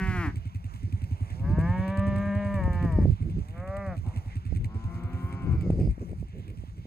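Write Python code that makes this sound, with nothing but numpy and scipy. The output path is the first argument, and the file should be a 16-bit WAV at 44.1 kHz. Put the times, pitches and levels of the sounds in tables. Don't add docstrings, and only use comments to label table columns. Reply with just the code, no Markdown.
import sys
import numpy as np
from scipy import signal
from scipy.fft import rfft, irfft
from scipy.io import wavfile
from scipy.ndimage import uniform_filter1d

SR = 44100
rng = np.random.default_rng(int(sys.argv[2]) if len(sys.argv) > 2 else 0)


def wav_record(signal):
    frames = np.transpose(np.atleast_2d(signal))
    bounded = np.clip(frames, -1, 1)
    quanta = np.round(bounded * 32767).astype(np.int16)
    wavfile.write(sys.argv[1], SR, quanta)


def invert_db(level):
    return 10 ** (np.asarray(level, dtype=float) / 20)


N = 302526

# time in seconds,
# exhaust thump in dB, change of the valve ticks in dB as the phone turns.
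IDLE = [(-.022, -23.5, 1.5), (.738, -25.5, 0.5), (1.11, -23, -3.5), (1.876, -22.5, 3.5), (3.016, -23, -1),
        (3.766, -30, -2), (4.1613, -23.5, 2), (5.3241, -28, -3.5), (5.702, -25, 0.5), (6.0897, -34.5, -1.5),
        (6.865, -35, -7.5)]
ENGINE_LAG = -20
SIDES = np.array([[1], [-1]])


def band(x, hz, width):
    return signal.lfilter(*signal.iirpeak(hz, hz / width, fs=SR), x)


def colour(points, hz):
    f, db = np.transpose(points)
    return np.interp(np.log(hz), np.log(f), db)


def walk(rate, size=N):
    k = int(SR / rate)
    held = np.repeat(rng.standard_normal(size // k + 1), k)
    return 1.3 * uniform_filter1d(uniform_filter1d(held, k), k)[:size]


def place(x, pan_db, lag):
    n = np.arange(len(x))
    left = invert_db(pan_db / 2) * np.interp(n - lag / 2, n, x)
    right = invert_db(-pan_db / 2) * np.interp(n + lag / 2, n, x)
    return np.array([left, right])


def gusts():
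    # start in seconds, hold in seconds, level at the start in dB, dying away in dB per second.
    gust_rows = [(0, 0.023, -31.5, 25), (1.446, 0.13, -28.5, 49), (2.059, 0.08, -33.5, 47),
                 (2.64, 0.47, -28.5, 251), (3.243, 0.14, -32.5, 110), (4.481, 0.204, -36.5, 128),
                 (5.51, 0.4, -27, 472), (6.015, 0.12, -43, 5)]
    calm_db, rise_db_s, build_db_s = -43.5, 128, 7
    t = np.arange(N) / SR
    level_db = np.full(N, calm_db)
    for start, hold, db, fall in gust_rows:
        front = rise_db_s * np.minimum(t - start, 0)
        growth = build_db_s * np.clip(t - start, 0, hold)
        decay = fall * np.maximum(t - start - hold, 0)
        level_db = np.maximum(level_db, db + front + growth - decay)
    return level_db


def wind_slaps(out):
    # time in seconds (the middle comes 3 ms later), level in dB.
    slap_rows = [(1.582, -20.5), (2.677, -25.5), (2.847, -24.5), (2.985, -17.5), (3.053, -17.5),
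                 (4.523, -29.5), (5.7, -17), (5.872, -26.5), (5.978, -35.5), (6.129, -32.5), (6.225, -34.5),
                 (6.635, -38.5), (6.852, -40)]
    t = np.arange(-600, 1200) / SR
    quick = np.exp(-(t / 0.001) ** 2) * np.sin(2 * np.pi * 400 * t)
    slow = 1.36 * np.exp(-(t / 0.0023) ** 2) * np.sin(2 * np.pi * 170 * t)
    for (at, db), lean in zip(slap_rows, rng.standard_normal(len(slap_rows))):
        i = int(at * SR) - 470
        out[:, i:i + len(t)] += place(invert_db(db) * (quick + slow), 3 * lean, 8 * lean)[:, :N - i]
    return out


def wind_flutters(tears):
    # middle in seconds, half length in seconds (fall to 1/e), level in dB before filtering.
    flutter_rows = [(4.762, .012, -27), (5.659, 0.021, -16), (5.794, 0.064, -18), (6.021, 0.013, -21.5),
                    (6.096, 0.031, -24), (6.378, 0.036, -25), (6.518, 0.039, -30), (6.784, 0.015, -32.5)]
    t = np.arange(N) / SR
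    puffs = sum(invert_db(db) * np.exp(-((t - at) / half) ** 2) for at, half, db in flutter_rows)
    dull = signal.butter(4, [140, 480], "band", fs=SR, output="sos")
    return place(signal.sosfilt(dull, puffs * invert_db(5 * tears) * rng.standard_normal(N)), 2, -4)


def wind():
    level_db = gusts()
    lumps, tears = np.tanh(walk(22)), np.tanh(walk(50))
    harsh_db = 0.14 * (level_db + 38) - 3.5 + 4 * lumps
    rip_db = 0.25 * (level_db + 30) - 16 + 7.8 * lumps + 6.5 * tears
    rustle_db = 0.12 * (level_db + 25) - 50.5 + 5.3 * tears
    ports = []
    for share_db in (0, -15):
        noise = rng.standard_normal(N)
        deep, harsh, rip = (signal.sosfilt(signal.butter(3, edges_hz, "band", fs=SR, output="sos"), noise)
                            for edges_hz in ([38, 87], [90, 183], [190, 338]))
        rustle = band(band(noise, 4850, 1000), 4850, 1000)
        layers = invert_db(0.65 * lumps) * deep / np.std(deep)
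        layers = layers + invert_db(harsh_db) * harsh / np.std(harsh)
        layers = layers + invert_db(rip_db) * rip / np.std(rip)
        layers = layers + invert_db(rustle_db) * rustle / np.std(rustle)
        ports.append(invert_db(level_db + share_db) * layers)
    out = ports[0] * invert_db(3.8 * walk(16) * SIDES) + ports[1] * SIDES
    return wind_slaps(out) + wind_flutters(tears)


def whir():
    # frequency in Hz, relative spectral density in dB per Hz.
    whir_tone = [(400, -8), (700, -2.5), (1050, 1), (1500, -13), (2200, -5.5), (3200, -11.5), (4030, -36),
                 (5080, -17), (8060, -19.5), (10160, -62.5), (12800, -24)]
    near, around, swell = 0, 0, walk(7.9)
    for hz in 400 * 2 ** np.arange(0, 5.3, 1 / 3):
        gain = invert_db(colour(whir_tone, hz) + 0.56 * swell + 3.6 * walk(17))
        near = near + gain * band(band(rng.standard_normal(N), hz, hz / 2), hz, hz / 2)
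        around = around + gain * band(band(rng.standard_normal(N), hz, hz / 2), hz, hz / 2)
    near = near + 0.64 * band(near, 2180, 140)
    out = place(near, -6, ENGINE_LAG) + 0.5 * around * SIDES
    s, thump_db, _ = np.transpose(IDLE)
    near_db = 0.39 * np.interp(np.arange(N) / SR, s, thump_db)
    return out * invert_db(-59 + near_db - near_db.mean()) / np.std(out)


def engine():
    # delay in seconds, level in dB before the turn of the phone.
    tick_rows = [(0, -48.5), (.0115, -53), (.0215, -54.5)]
    # centre in Hz, width in Hz, gain in dB.
    ring_rows = [(2340, 596, 18.5), (4300, 580, -11), (7906, 355, 17), (13800, 480, 3)]
    idle_hz = 10.5
    s, thump_db, tick_db = np.transpose(IDLE)
    number = np.r_[0, np.cumsum(np.round(np.diff(s) * idle_hz))]
    k = np.arange(number[-1])
    chance = rng.standard_normal((len(k), 5))
    at = (np.interp(k, number, s) + 0.0012 * chance[:, 0])[1:]
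    chance = chance[1:]
    fire, ticks = np.zeros(N + SR), np.zeros(N + SR)
    fire[(at * SR).astype(int)] = invert_db(np.interp(at, s, thump_db) + 2.32 * chance[:, 1])
    near_db = np.interp(at, s, tick_db)
    for j, (delay, db) in enumerate(tick_rows):
        ticks[((at + delay) * SR).astype(int)] = invert_db(db + near_db + 4 * chance[:, 2 + j])
    t = np.arange(SR // 8) / SR
    swell = (t / 0.018) ** 4 * np.exp(4 - 4 * t / 0.019) * np.cos(2 * np.pi * 97 * (t - 0.0203))
    knock = invert_db(-13.5) * (t / 0.006) * np.exp(1 - t / 0.0053) * np.cos(2 * np.pi * 250 * (t - 0.0036))
    thump = signal.fftconvolve(fire, swell + knock)[:N]
    burst = signal.fftconvolve(ticks, np.exp(-t / 0.0028) - np.exp(-t / 0.0013))[:N]
    near, around = (sum(invert_db(db) * band(burst * rng.standard_normal(N), hz, width) for hz, width, db in ring_rows)
                    for _ in range(2))
    return place(thump, -3.2, ENGINE_LAG) + place(near, -1.2, ENGINE_LAG) + 0.4 * around * SIDES


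def breath(t, hz, top_db, octave_db, push_db, release):
    pitch_db = octave_db * np.log2(hz / hz.max())
    lung_db = push_db * (t - t[hz.argmax()])
    return top_db + pitch_db + lung_db - 16 * np.clip(1 - (t[-1] - t) / release, 0, 1)


def mouth(t, hz, opens, hum_db, drift_db, chest_db):
    effort_db = 40
    closed = np.clip(1 - (t - opens) / 0.043, 0, 1)
    under, sagging = np.log2(hz / hz.max()), t > t[hz.argmax()]
    treble_db = drift_db * (t - (opens + t[-1]) / 2) + effort_db * under * ~sagging
    return closed, hum_db * closed, treble_db, chest_db * under * sagging


def moo(voice, envelope, hoarse, lungs, lips):
    reach, reach_hz = 0.22, 1350
    nose_hz, nose_db = 860, -28
    nose_flat = 0.7
    treble_hz, blur_hz = 1950, 2470
    s, hz = np.transpose(voice)
    n = np.arange(int(s[0] * SR), min(int(s[-1] * SR), N))
    t = n / SR
    hz = uniform_filter1d(np.interp(t, s, hz), size=1600, mode="nearest")
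    closed, hum_db, treble_db, chest_db = mouth(t, hz, *lips)
    level_db = breath(t, hz, *lungs) + hum_db
    stretch = np.where(n < n[hz.argmax()], hz.max() / hz, 1) ** reach
    shake = 0.003 * walk(24.61, size=len(n)) + 0.3 * hoarse ** 2 * walk(180, size=len(n))
    phase = 2 * np.pi * np.cumsum(hz * (1 + shake)) / SR
    tone, power, top_hz = 0, 0, envelope[-1][0]
    for k in range(1, int(top_hz / hz.mean()) + 1):
        overtone = k * hz
        envelope_db = colour(envelope, overtone * np.clip(overtone / reach_hz, 1, stretch))
        nose_octaves = np.maximum(np.log2(overtone / nose_hz), 0)
        treble_octaves = np.maximum(np.log2(overtone / treble_hz), 0)
        gain = invert_db((1 - nose_flat * closed) * envelope_db) / (1 + (overtone / 3300) ** 4)
        gain = gain * invert_db(nose_db * closed * nose_octaves + treble_db * treble_octaves + chest_db * (k == 1))
        power = power + (overtone > 450) * gain ** 2 / 2
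        blur = np.minimum((overtone / blur_hz) ** 3, 3) * walk(70, size=len(n))
        wave = np.cos(k * phase + 0.3 * k * k + 0.8 * blur)
        tone = tone + gain * invert_db(1.8 * walk(14, size=len(n))) * wave
    fade = np.clip(np.minimum(t - s[0] + (s[0] <= 0), s[-1] - t) / 0.033, 0, 1)
    bins = np.arange(1, len(n) // 2 + 2) * SR / len(n)
    air_gain = invert_db(colour(envelope, bins)) * (bins > 300) * (bins < top_hz)
    air = irfft(rfft(rng.standard_normal(len(n))) * air_gain, len(n))
    voiced = tone / np.sqrt(uniform_filter1d(power, size=2000))
    out = np.zeros(N)
    out[n] = fade * invert_db(level_db) * ((1 - hoarse) * voiced + hoarse * air / np.std(air))
    return out


def cattle():
    # time in seconds, pitch in Hz.
    COW_A = [(0, 189.9), (.15, 183.8), (.232, 168.6), (.27, 142.4), (.33, 135.3)]
    COW_B = [(.92, 82.8), (1.2, 99.86), (1.45, 138.5), (1.75, 184.3), (1.94, 194.4), (2.4, 203.1),
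             (2.55, 199.3), (2.63, 181.5), (2.85, 173), (3.08, 134.3)]
    COW_C = [(3.38, 132.8), (3.57, 171.7), (3.7, 192.9), (3.78, 199.6), (3.85, 196.2), (3.91, 184.3),
             (3.985, 148)]
    COW_D = [(4.62, 100.1), (4.72, 109.8), (5.016, 120.8), (5.132, 128.5), (5.352, 134.9), (5.59, 123.6)]
    COW_E = [(4.82, 167.4), (5.216, 177.6), (5.45, 173.4), (5.6, 154.6), (5.77, 124.3)]
    GRUNT = [(4.03, 76.9), (4.36, 76.9)]
    # frequency in Hz, relative level in dB.
    THROAT_A = [(190, 5), (300, 9.5), (380, -7), (560, -24.5), (750, -8), (940, -8.5), (1320, -5.5),
                (1900, -3.5), (2600, -13.5), (3700, -26), (4500, -18), (13000, -7.5)]
    THROAT_B = [(200, 8), (400, -18), (600, 1.5), (800, -20), (900, -0.5), (1010, -11), (1180, -7),
                (1370, -26.5), (1650, -13.5), (1830, -6.5), (2080, -25), (2300, -12), (2540, -32),
                (2800, -23.5), (3300, -33)]
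    THROAT_C = [(200, -6), (390, -22), (580, 0), (750, -10), (960, -22), (1160, -11), (1600, -23),
                (1930, -16), (2500, -28), (2950, -52)]
    THROAT_D = [(250, 7), (620, -15.5), (780, -6.5), (900, -11), (1060, 3), (1190, -10.5), (1440, -5),
                (1700, -21), (3000, -16)]
    THROAT_E = [(170, 16.5), (350, 4.5), (520, -6.5), (700, 2), (880, -9), (1400, -4.5), (1650, -17.5),
                (2290, -4), (2500, -14)]
    THROAT_GRUNT = [(400, -1), (850, 5), (1600, -13)]
    # pitch, spectral envelope, hoarseness 0-1, left minus right in dB, left lag in samples.
    herd_rows = [(COW_A, THROAT_A, 0.11, 2, -2.2), (COW_B, THROAT_B, 0.11, 0.46, 0.89),
                 (COW_C, THROAT_C, 0.11, -0.99, 1), (COW_D, THROAT_D, 0.14, 5.2, -6.5),
                 (COW_E, THROAT_E, 0.023, 1.5, -1.5), (GRUNT, THROAT_GRUNT, 0.93, -0.55, 0)]
    # level in dB at the top pitch, loss in dB per octave under it,
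    # push in dB per second, release in seconds.
    breath_rows = [(-37.5, 10.5, 16.5, 0.066), (-34.5, 21.5, -1, 0.057), (-36, 31.5, 16, 0.058),
                   (-48.5, 18, 1.5, .036), (-54, 12, 1.5, .047), (-52.5, -2, 6, 0.27)]
    # opening time in seconds, hum in dB behind closed lips, treble drift
    # in dB per octave per second, chest tone lost in dB per octave as the pitch sags.
    mouth_rows = [(-.1, 5, 5, 35), (1.407, -8.5, -15.5, 44), (3.522, -10, -3, -23), (4.669, -5.5, -3, -6),
                  (4.84, -11, 49, 0), (3.95, 0, -10, 3)]
    herd = sum(place(moo(voice, envelope, hoarse, lungs, lips), pan_db, lag)
               for (voice, envelope, hoarse, pan_db, lag), lungs, lips in zip(herd_rows, breath_rows, mouth_rows))
    t = np.arange(SR // 2) / SR
    decay = np.exp(-np.log(1000) * t / 0.17)
    trees = rng.standard_normal((2, len(t))) * decay * (t > 0.02)
    echo = signal.fftconvolve(herd.mean(axis=0)[None], trees, axes=1)[:, :N]
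    return herd + invert_db(-32) * echo


def scene():
    return wind() + whir() + engine() + cattle()


def band_limit(x):
    return signal.sosfilt(signal.butter(12, 15830, fs=SR, output="sos"), x)


def record(dry):
    side = (dry[0] - dry[1]) / 2
    top = side - signal.sosfiltfilt(signal.butter(6, 10300, fs=SR, output="sos"), side)
    centred = dry - 0.75 * top * SIDES
    mix = signal.sosfilt(signal.butter(2, 36, "high", fs=SR, output="sos"), centred)
    return band_limit(mix)


dry = scene()
out = record(dry)
wav_record(out)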